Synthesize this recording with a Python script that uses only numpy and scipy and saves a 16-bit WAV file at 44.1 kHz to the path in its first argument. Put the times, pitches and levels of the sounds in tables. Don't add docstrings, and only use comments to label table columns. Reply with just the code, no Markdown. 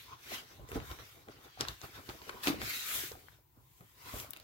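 import sys
import numpy as np
from scipy import signal
from scipy.fft import rfft, irfft, next_fast_len
from scipy.io import wavfile
from scipy.ndimage import uniform_filter1d, map_coordinates

SR = 44100
rng = np.random.default_rng(int(sys.argv[2]) if len(sys.argv) > 2 else 0)


def voltage_ratio(decibels):
    exponent = np.asarray(decibels, float) / 20
    return 10 ** exponent


def digitize_waveform(pressure):
    field = np.atleast_2d(pressure).T
    bounded = np.clip(field, -1, 1)
    quanta = np.round(bounded * 32767).astype(np.int16)
    wavfile.write(sys.argv[1], SR, quanta)


N = 195495

# time in seconds, rubbing in dB, fine hiss in dB.
SLIDE_CURVE = [(0.0, -57, -58.5), (0.146, -58, -70), (0.192, -80, -98), (0.511, -58.5, -66),
               (0.665, -71.5, -74), (0.8, -57.5, -68.5), (1.127, -61.5, -63), (1.269, -69, -73.5),
               (1.56, -60.5, -71), (2.03, -76, -68.5), (2.41, -57.5, -61.5), (2.58, -56, -64),
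               (2.63, -44.5, -48.5), (2.696, -40.5, -42.5), (2.83, -44.5, -46), (2.961, -39.5, -36),
               (3.111, -52, -52.5), (3.149, -64, -61.5), (3.35, -67.5, -71.5), (3.45, -91, -83.5),
               (3.78, -71.5, -67), (3.941, -70, -70), (4.091, -52, -54), (4.21, -49.5, -46),
               (4.288, -64, -65.5), (4.432, -64.5, -72.5)]
# peak in seconds, rise in seconds, fall in seconds, rubbing in dB, fine hiss in dB.
FINGER_STROKES = [(0.346, 0.15, 0.11, -42, -47.5), (0.695, .02, 0.13, -68, -57),
                  (0.755, 0.078, 0.053, -49.5, -56.5), (0.866, .1, 0.13, -65, -57.5),
                  (0.912, .1, 0.079, -52, -56.5), (0.995, 0.02, 0.11, -55, -64),
                  (1.311, 0.035, 0.17, -61.5, -71), (1.447, 0.077, 0.067, -60, -63),
                  (1.612, 0.029, 0.067, -41, -54.5), (1.694, 0.068, 0.11, -51, -55),
                  (1.846, 0.1, 0.11, -52, -56), (1.957, 0.12, 0.14, -52.5, -60.5),
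                  (2.07, 0.091, .1, -55, -60), (2.097, .025, 0.24, -52, -58),
                  (2.289, 0.11, 0.037, -52, -60.5), (2.438, 0.015, 0.11, -41, -40),
                  (2.481, 0.037, 0.051, -32, -39)]
# peak in seconds, rise in seconds, board flexing in dB,
# hollow pocket in dB, thumping in dB.
GRIP_SHIFTS = [(0.134, 0.098, -67, -59.5, -59.5), (0.333, 0.072, -48, -48, -80),
               (0.513, 0.042, -55, -61.5, -60), (0.613, 0.055, -52.5, -70, -47),
               (0.722, 0.036, -44.5, -49.5, -43.5), (0.766, 0.03, -37.5, -45, -35.5),
               (0.815, 0.078, -53, -59, -48), (0.914, 0.044, -49.5, -51, -51),
               (0.999, 0.044, -56, -54.5, -52.5), (1.301, 0.086, -55.5, -63, -78),
               (1.37, 0.028, -64, -64, -56), (1.449, 0.08, -59.5, -59.5, -75),
               (1.612, 0.028, -38.5, -40.5, -43), (1.688, 0.047, -50, -48.5, -44),
               (1.842, .04, -54, -52.5, -53), (1.971, 0.077, -53.5, -55.5, -60),
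               (2.099, 0.022, -53, -43.5, -42), (2.298, 0.05, -49, -61, -77),
               (2.42, 0.076, -54, -55, -83.5), (2.481, 0.043, -40, -37, -52), (2.545, 0.095, -52, -53, -52),
               (2.628, 0.11, -50, -58, -45.5), (2.987, 0.085, -56.5, -84, -50.5),
               (3.124, 0.042, -56, -54, -51), (3.27, 0.13, -67, -71, -61),
               (3.585, 0.066, -69.5, -72.5, -58), (3.817, 0.027, -54.5, -71.5, -65),
               (4.09, 0.12, -77, -57, -65), (4.16, 0.16, -52.5, -52, -54)]
# time in seconds, board flexing in dB.
HOLD_CURVE = [(0.0, -71), (0.25, -69.5), (0.6, -72), (1.2, -63.5), (1.55, -82), (2.2, -57.5), (2.74, -60),
              (2.9, -73), (3.1, -68.5), (3.45, -86.5), (3.95, -82), (4.25, -76), (4.432, -69)]
# peak in seconds, rise in seconds, fall in seconds, level in dB.
EDGE_SCRAPES = [(0.05, 0.37, .15, -66.5), (0.134, 0.055, 0.035, -51), (0.79, 0.16, 0.2, -50.5),
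                (2.24, 0.12, .2, -61), (2.41, 0.22, .08, -51), (3.75, 0.33, 0.26, -74),
                (4.08, 0.12, 0.19, -54.5)]
# centre in Hz, width in Hz, gain in dB (applied twice as
HOLLOW_RESONANCES = [(424, 82, -3), (1009, 190, -5)]
# start in seconds, nominal peak in dB, centre in Hz, bright edge over body in dB,
# left over right in dB.
PAPER_SNAPS = [(0.6887, -47, 6520, -15, 9), (0.7172, -36, 2380, -2, -4), (0.8016, -41, 2010, -29, 14),
               (0.9143, -38, 3280, -16, 5), (0.9876, -46, 2150, -24, -14), (1.285, -41.5, 1620, -29, 5),
               (1.604, -39, 4000, -30, 0), (1.609, -19, 4900, -37, 5), (1.6507, -37.5, 1630, -23, -20),
               (1.685, -25, 4200, -13, 5), (1.8155, -39, 3970, -34, 10.5), (2.0911, -44.5, 4370, -28, -26),
               (2.0976, -37.5, 2670, -19, 8), (2.2175, -41, 2660, -25, -3), (2.2939, -27.5, 2500, -28, 5),
               (2.4343, -32, 2970, 0, 3), (2.4723, -18.5, 2850, -24.5, 4), (2.617, -26.5, 3120, -28, 2.5),
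               (3.1178, -41.5, 5130, -13.5, -13), (3.153, -48, 1190, -15, 5), (3.192, -55, 2200, -20, 14),
               (3.2849, -52.5, 1800, -27, 28), (3.808, -47, 1200, -17, -2), (4.2, -32, 6770, -11, 3),
               (4.3068, -42, 8000, 15.5, 1), (4.334, -40.5, 3300, 2.5, 16), (4.3637, -40, 2820, -6, -8),
               (4.3715, -50, 3160, 3, 14), (4.3994, -45.5, 4400, 2, -8)]
# start in seconds, level in dB, pitch in Hz.
BOARD_KNOCKS = [(0.114, -45.5, 1070), (0.318, -30, 670), (0.594, -39, 590), (0.61, -43, 75),
                (0.63, -38, 85.5), (0.691, -36, 444), (0.716, -30.5, 378), (0.729, -27.5, 414),
                (0.756, -22.5, 247), (0.77, -27, 68), (0.776, -32, 330), (0.912, -34.5, 355),
                (0.986, -49, 345), (1.286, -47, 383), (1.574, -34, 750), (1.606, -25.5, 330),
                (1.674, -33, 1040), (2.089, -29.5, 340), (2.278, -35, 454), (2.296, -33.5, 395),
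                (2.471, -19, 300), (2.482, -13, 310), (2.5, -13, 296), (2.542, -26.5, 470),
                (2.582, -33.5, 250), (3.036, -31.5, 344), (3.115, -29.5, 465), (3.115, -54, 75),
                (3.152, -34.5, 720), (3.386, -53.5, 610), (3.572, -48, 243), (3.807, -42, 170),
                (4.135, -36, 250), (4.138, -35, 59.7), (4.14, -29.5, 636), (4.2, -41, 100),
                (4.244, -35, 630), (4.289, -45, 264), (4.368, -54, 630), (4.398, -44, 640)]
# frequency in Hz, relative density in dB per Hz.
RUB_COLOUR = [(530, -27.5), (900, -17.5), (1340, -4), (1720, -3), (2040, 0), (2650, -3.5), (3750, -2.5),
              (5470, -8), (6060, -7.5), (8500, -27), (11000, -28), (18700, -120)]
HISS_COLOUR = [(5000, -9), (7000, 1), (9500, -3), (11700, 2), (13500, 2.5), (15900, 0), (16100, -84)]
BOARD_COLOUR = [(120, -4.5), (170, -14), (240, -7), (300, -7), (430, -5.5), (600, -11), (800, -8.5),
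                (1100, -41)]
POCKET_COLOUR = [(600, -14), (800, -8), (950, -4), (1050, -1.5), (1200, -1.5), (1500, -2.5), (2000, -34.5)]
THUMP_COLOUR = [(20, -30), (35, -32), (55, 4.5), (70, -0.5), (110, 1), (150, -5.5), (200, -23), (300, -64)]
ROOM_TONE_COLOUR = [(18, -76), (30, -51), (124, 3.5), (152, -0.5), (198, -16), (318, -6), (551, -21),
                    (1010, -6.5), (1150, -33), (1890, -19.5), (9600, -27.5), (13900, -16), (15800, -13)]
# frequency in Hz, share of power common to both ports.
DIRECT_SHARE = [(40, 0.94), (130, 0.75), (300, 0.95), (1000, 0.28), (3000, 0.085), (8000, 0.05),
                (15000, 0.12)]
# frequency in Hz, T60 in seconds.
ROOM_T60 = [(200, 0.34), (2000, 0.46), (10000, 0.017)]
# frequency in Hz, left over right in dB.
PORT_BALANCE = [(40, -3.5), (130, 1), (400, -1), (1000, 1.5), (4000, 0), (8000, 2), (15000, 6)]

LEAD_S = 12 / 44100
SWELL_DB = 20
RELEASE_RATIO = 1.59
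HOLD_POCKET_DB, REST_THUMP_DB = -8, -68.5
SNAP_T60_S, SPIKE_DB, SPIKE_T60_S = 0.0078, 3, 0.0014
KNOCK_T60_S, KNOCK_CYCLES = 0.011, 4.1
ROOM_ECHO_DB, ROOM_TONE_DB = -11.5, -68.5


def unit(x):
    return x / np.sqrt(np.mean(x ** 2) + 1e-20)


def along(points, hz):
    f, v = np.transpose(points)
    return np.interp(np.log(hz + 1), np.log(f + 1), v)


def wobble(rate_hz):
    knots = rng.standard_normal(int(N * 200 / SR) + 4)
    return map_coordinates(knots, [np.arange(N) * min(rate_hz, 199) / SR])


def filtered(x, response):
    m = next_fast_len(N + 8192)
    hz = np.fft.rfftfreq(m, 1 / SR)
    return irfft(rfft(x, m) * response(hz), m)[..., :N]


def late(hz):
    return np.array([np.ones(len(hz)), np.exp(-2j * np.pi * hz * LEAD_S)])


def curves(rows):
    s, *cols = np.transpose(rows)
    return [np.interp(np.arange(N) / SR, s, c) for c in cols]


def swells(peak_s, rise_s, fall_s, *levels_db):
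    t = np.arange(N)[::16, None] / SR - peak_s
    before = -t / np.maximum(rise_s, .005)
    after = t / np.maximum(fall_s, .005)
    shape = voltage_ratio(-SWELL_DB * np.where(t < 0, before, after))
    return [np.repeat(np.sqrt(shape ** 2 @ voltage_ratio(db) ** 2), 16)[:N] for db in levels_db]


def friction(spectrum, grit_db, patchy_db, flutter_db, flutter_hz):
    grit = np.clip(rng.standard_normal(N), -2.5, 2.5)
    catches = rng.standard_normal((3, N)) * voltage_ratio(grit_db * grit)

    z = signal.stft(catches, nperseg=512)[2]
    field = uniform_filter1d(rng.standard_normal(z.shape[1:]), size=4, axis=0)
    field = uniform_filter1d(field, size=10, axis=1)
    catches = signal.istft(z * voltage_ratio(patchy_db * unit(field)), nperseg=512)[1][:, :N]

    def share(hz):
        return np.clip(along(DIRECT_SHARE, hz), 0, 1)

    def colour(hz):
        return voltage_ratio(along(spectrum, hz))

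    straight = filtered(catches[0], lambda hz: colour(hz) * np.sqrt(share(hz)) * late(hz))
    scattered = filtered(catches[1:], lambda hz: colour(hz) * np.sqrt(1 - share(hz)))
    return unit((straight + scattered) * voltage_ratio(flutter_db * wobble(flutter_hz)))


def sliding(stick):
    rub_db, hiss_db = curves(SLIDE_CURVE)
    rub_strokes, hiss_strokes = swells(*np.transpose(FINGER_STROKES))
    rub = friction(RUB_COLOUR, grit_db=2.0, patchy_db=2.9, flutter_db=0.8, flutter_hz=75.1)
    rub *= np.hypot(voltage_ratio(rub_db), rub_strokes) * voltage_ratio(0.35 * stick)
    hiss = friction(HISS_COLOUR, grit_db=3.0, patchy_db=1.0, flutter_db=0.5, flutter_hz=88.5)
    hiss *= np.hypot(voltage_ratio(hiss_db), hiss_strokes) * voltage_ratio(0.4 * stick)
    return rub + hiss


def gripping(stick):
    hold_db, = curves(HOLD_CURVE)
    peak_s, rise_s, *levels_db = np.transpose(GRIP_SHIFTS)
    flexes, pockets, thumps = swells(peak_s, rise_s, RELEASE_RATIO * rise_s, *levels_db)
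    flex = friction(BOARD_COLOUR, grit_db=6.5, patchy_db=0.2, flutter_db=4.0, flutter_hz=39.56)
    flex *= np.hypot(voltage_ratio(hold_db), flexes) * voltage_ratio(1.52 * stick)
    pocket = friction(POCKET_COLOUR, grit_db=1.5, patchy_db=1.3, flutter_db=1.36, flutter_hz=38.5)
    pocket *= np.hypot(voltage_ratio(hold_db + HOLD_POCKET_DB), pockets) * voltage_ratio(0.53 * stick)
    thump = friction(THUMP_COLOUR, grit_db=1.5, patchy_db=2.15, flutter_db=0.0, flutter_hz=22)
    thump *= np.hypot(voltage_ratio(REST_THUMP_DB), thumps)
    return flex + pocket + thump


def handling():
    stick = wobble(30.44)
    return sliding(stick) + gripping(stick)


def snaps():
    out, t = np.zeros((2, N + SR)), np.arange(SR // 10) / SR
    hz = np.fft.rfftfreq(len(t), 1 / SR)
    for s, db, centre_hz, treble_db, pan_db in PAPER_SNAPS:
        fade = voltage_ratio(-60 * t / SNAP_T60_S)
        fade += voltage_ratio(-15 - 60 * t / .05)
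        fade += voltage_ratio(SPIKE_DB - 60 * t / SPIKE_T60_S)
        burst = rfft(rng.standard_normal((2, len(t))) * fade)
        sheet = centre_hz ** 2 / (centre_hz ** 2 - hz ** 2 + .5j * hz * centre_hz)
        sheet = sheet * 1j * hz / (1200 + 1j * hz)
        bright = (1j * hz / (9000 + 1j * hz)) ** 3
        body, edge = irfft(burst * [sheet, bright], len(t))
        crack = body / np.linalg.norm(body) + voltage_ratio(treble_db) * edge / np.linalg.norm(edge)
        crack *= np.linalg.norm(fade) / 2 * (t < .08)
        pan = voltage_ratio([[pan_db / 2], [-pan_db / 2]])
        out[:, round(s * SR):][:, :len(t)] += voltage_ratio(db) * crack * pan
    return out[:, :N]


def knocks():
    out, t = np.zeros(N + SR), np.arange(SR // 8) / SR
    for s, db, hz in BOARD_KNOCKS:
        fade = voltage_ratio(-60 * t / (KNOCK_T60_S + KNOCK_CYCLES / hz))
        fade *= 1 - np.exp(-t / .002)
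        overtone = 0.41 * np.sin(2 * np.pi * 2.6 * hz * t) * voltage_ratio(-60 * t / 0.017)
        ring = np.sin(2 * np.pi * hz * t) + overtone
        out[round(s * SR):][:len(t)] += voltage_ratio(db) * fade * ring
    return out[:N]


def scrapes():
    gain, = swells(*np.transpose(EDGE_SCRAPES))

    def ring(f):
        return sum(voltage_ratio(db) * (1j * f * w / (c * c - f * f + 1j * f * w)) ** 2
                   for c, w, db in HOLLOW_RESONANCES)

    fibres = friction(POCKET_COLOUR, grit_db=7, patchy_db=3.0, flutter_db=3.5, flutter_hz=30.26)
    return gain * unit(filtered(fibres, ring))


def room(x):
    hz, t, z = signal.stft(rng.standard_normal((2, SR // 3)), SR, nperseg=256)
    decay = voltage_ratio(-60 * t / along(ROOM_T60, hz)[:, None])
    tail = signal.istft(z * decay, SR, nperseg=256)[1]
    tail = tail / np.linalg.norm(tail[0])
    delayed = np.pad(x, (100, 0))
    return signal.fftconvolve(delayed[None], tail, axes=1)[:, :N]


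def room_tone():
    a, b = rng.standard_normal((2, N))

    def colour(hz):
        return voltage_ratio(along(ROOM_TONE_COLOUR, hz))

    def angle(hz):
        return np.arccos(.9 / (1 + (hz / 400) ** 2)) / 2

    mid = filtered(a, lambda hz: colour(hz) * np.cos(angle(hz)))
    side = filtered(b, lambda hz: colour(hz) * np.sin(angle(hz)))
    return voltage_ratio(ROOM_TONE_DB) * unit(np.array([mid + side, mid - side]))


def scene():
    hits = snaps() + knocks()
    echo = voltage_ratio(ROOM_ECHO_DB) * room(hits.mean(0))
    return handling() + filtered(hits, late) + scrapes() + echo + room_tone()


def band_limit(x):
    return signal.sosfilt(signal.butter(12, 16750, fs=SR, output="sos"), x)


def record(dry):
    def balance(hz):
        return voltage_ratio(along(PORT_BALANCE, hz) * [[.5], [-.5]]) * (hz < 15900)

    ports = filtered(dry, balance)
    mix = filtered(ports, lambda hz: (1j * hz / (40 + 1j * hz)) ** 2)
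    return band_limit(mix)


dry = scene()
out = record(dry)
digitize_waveform(out)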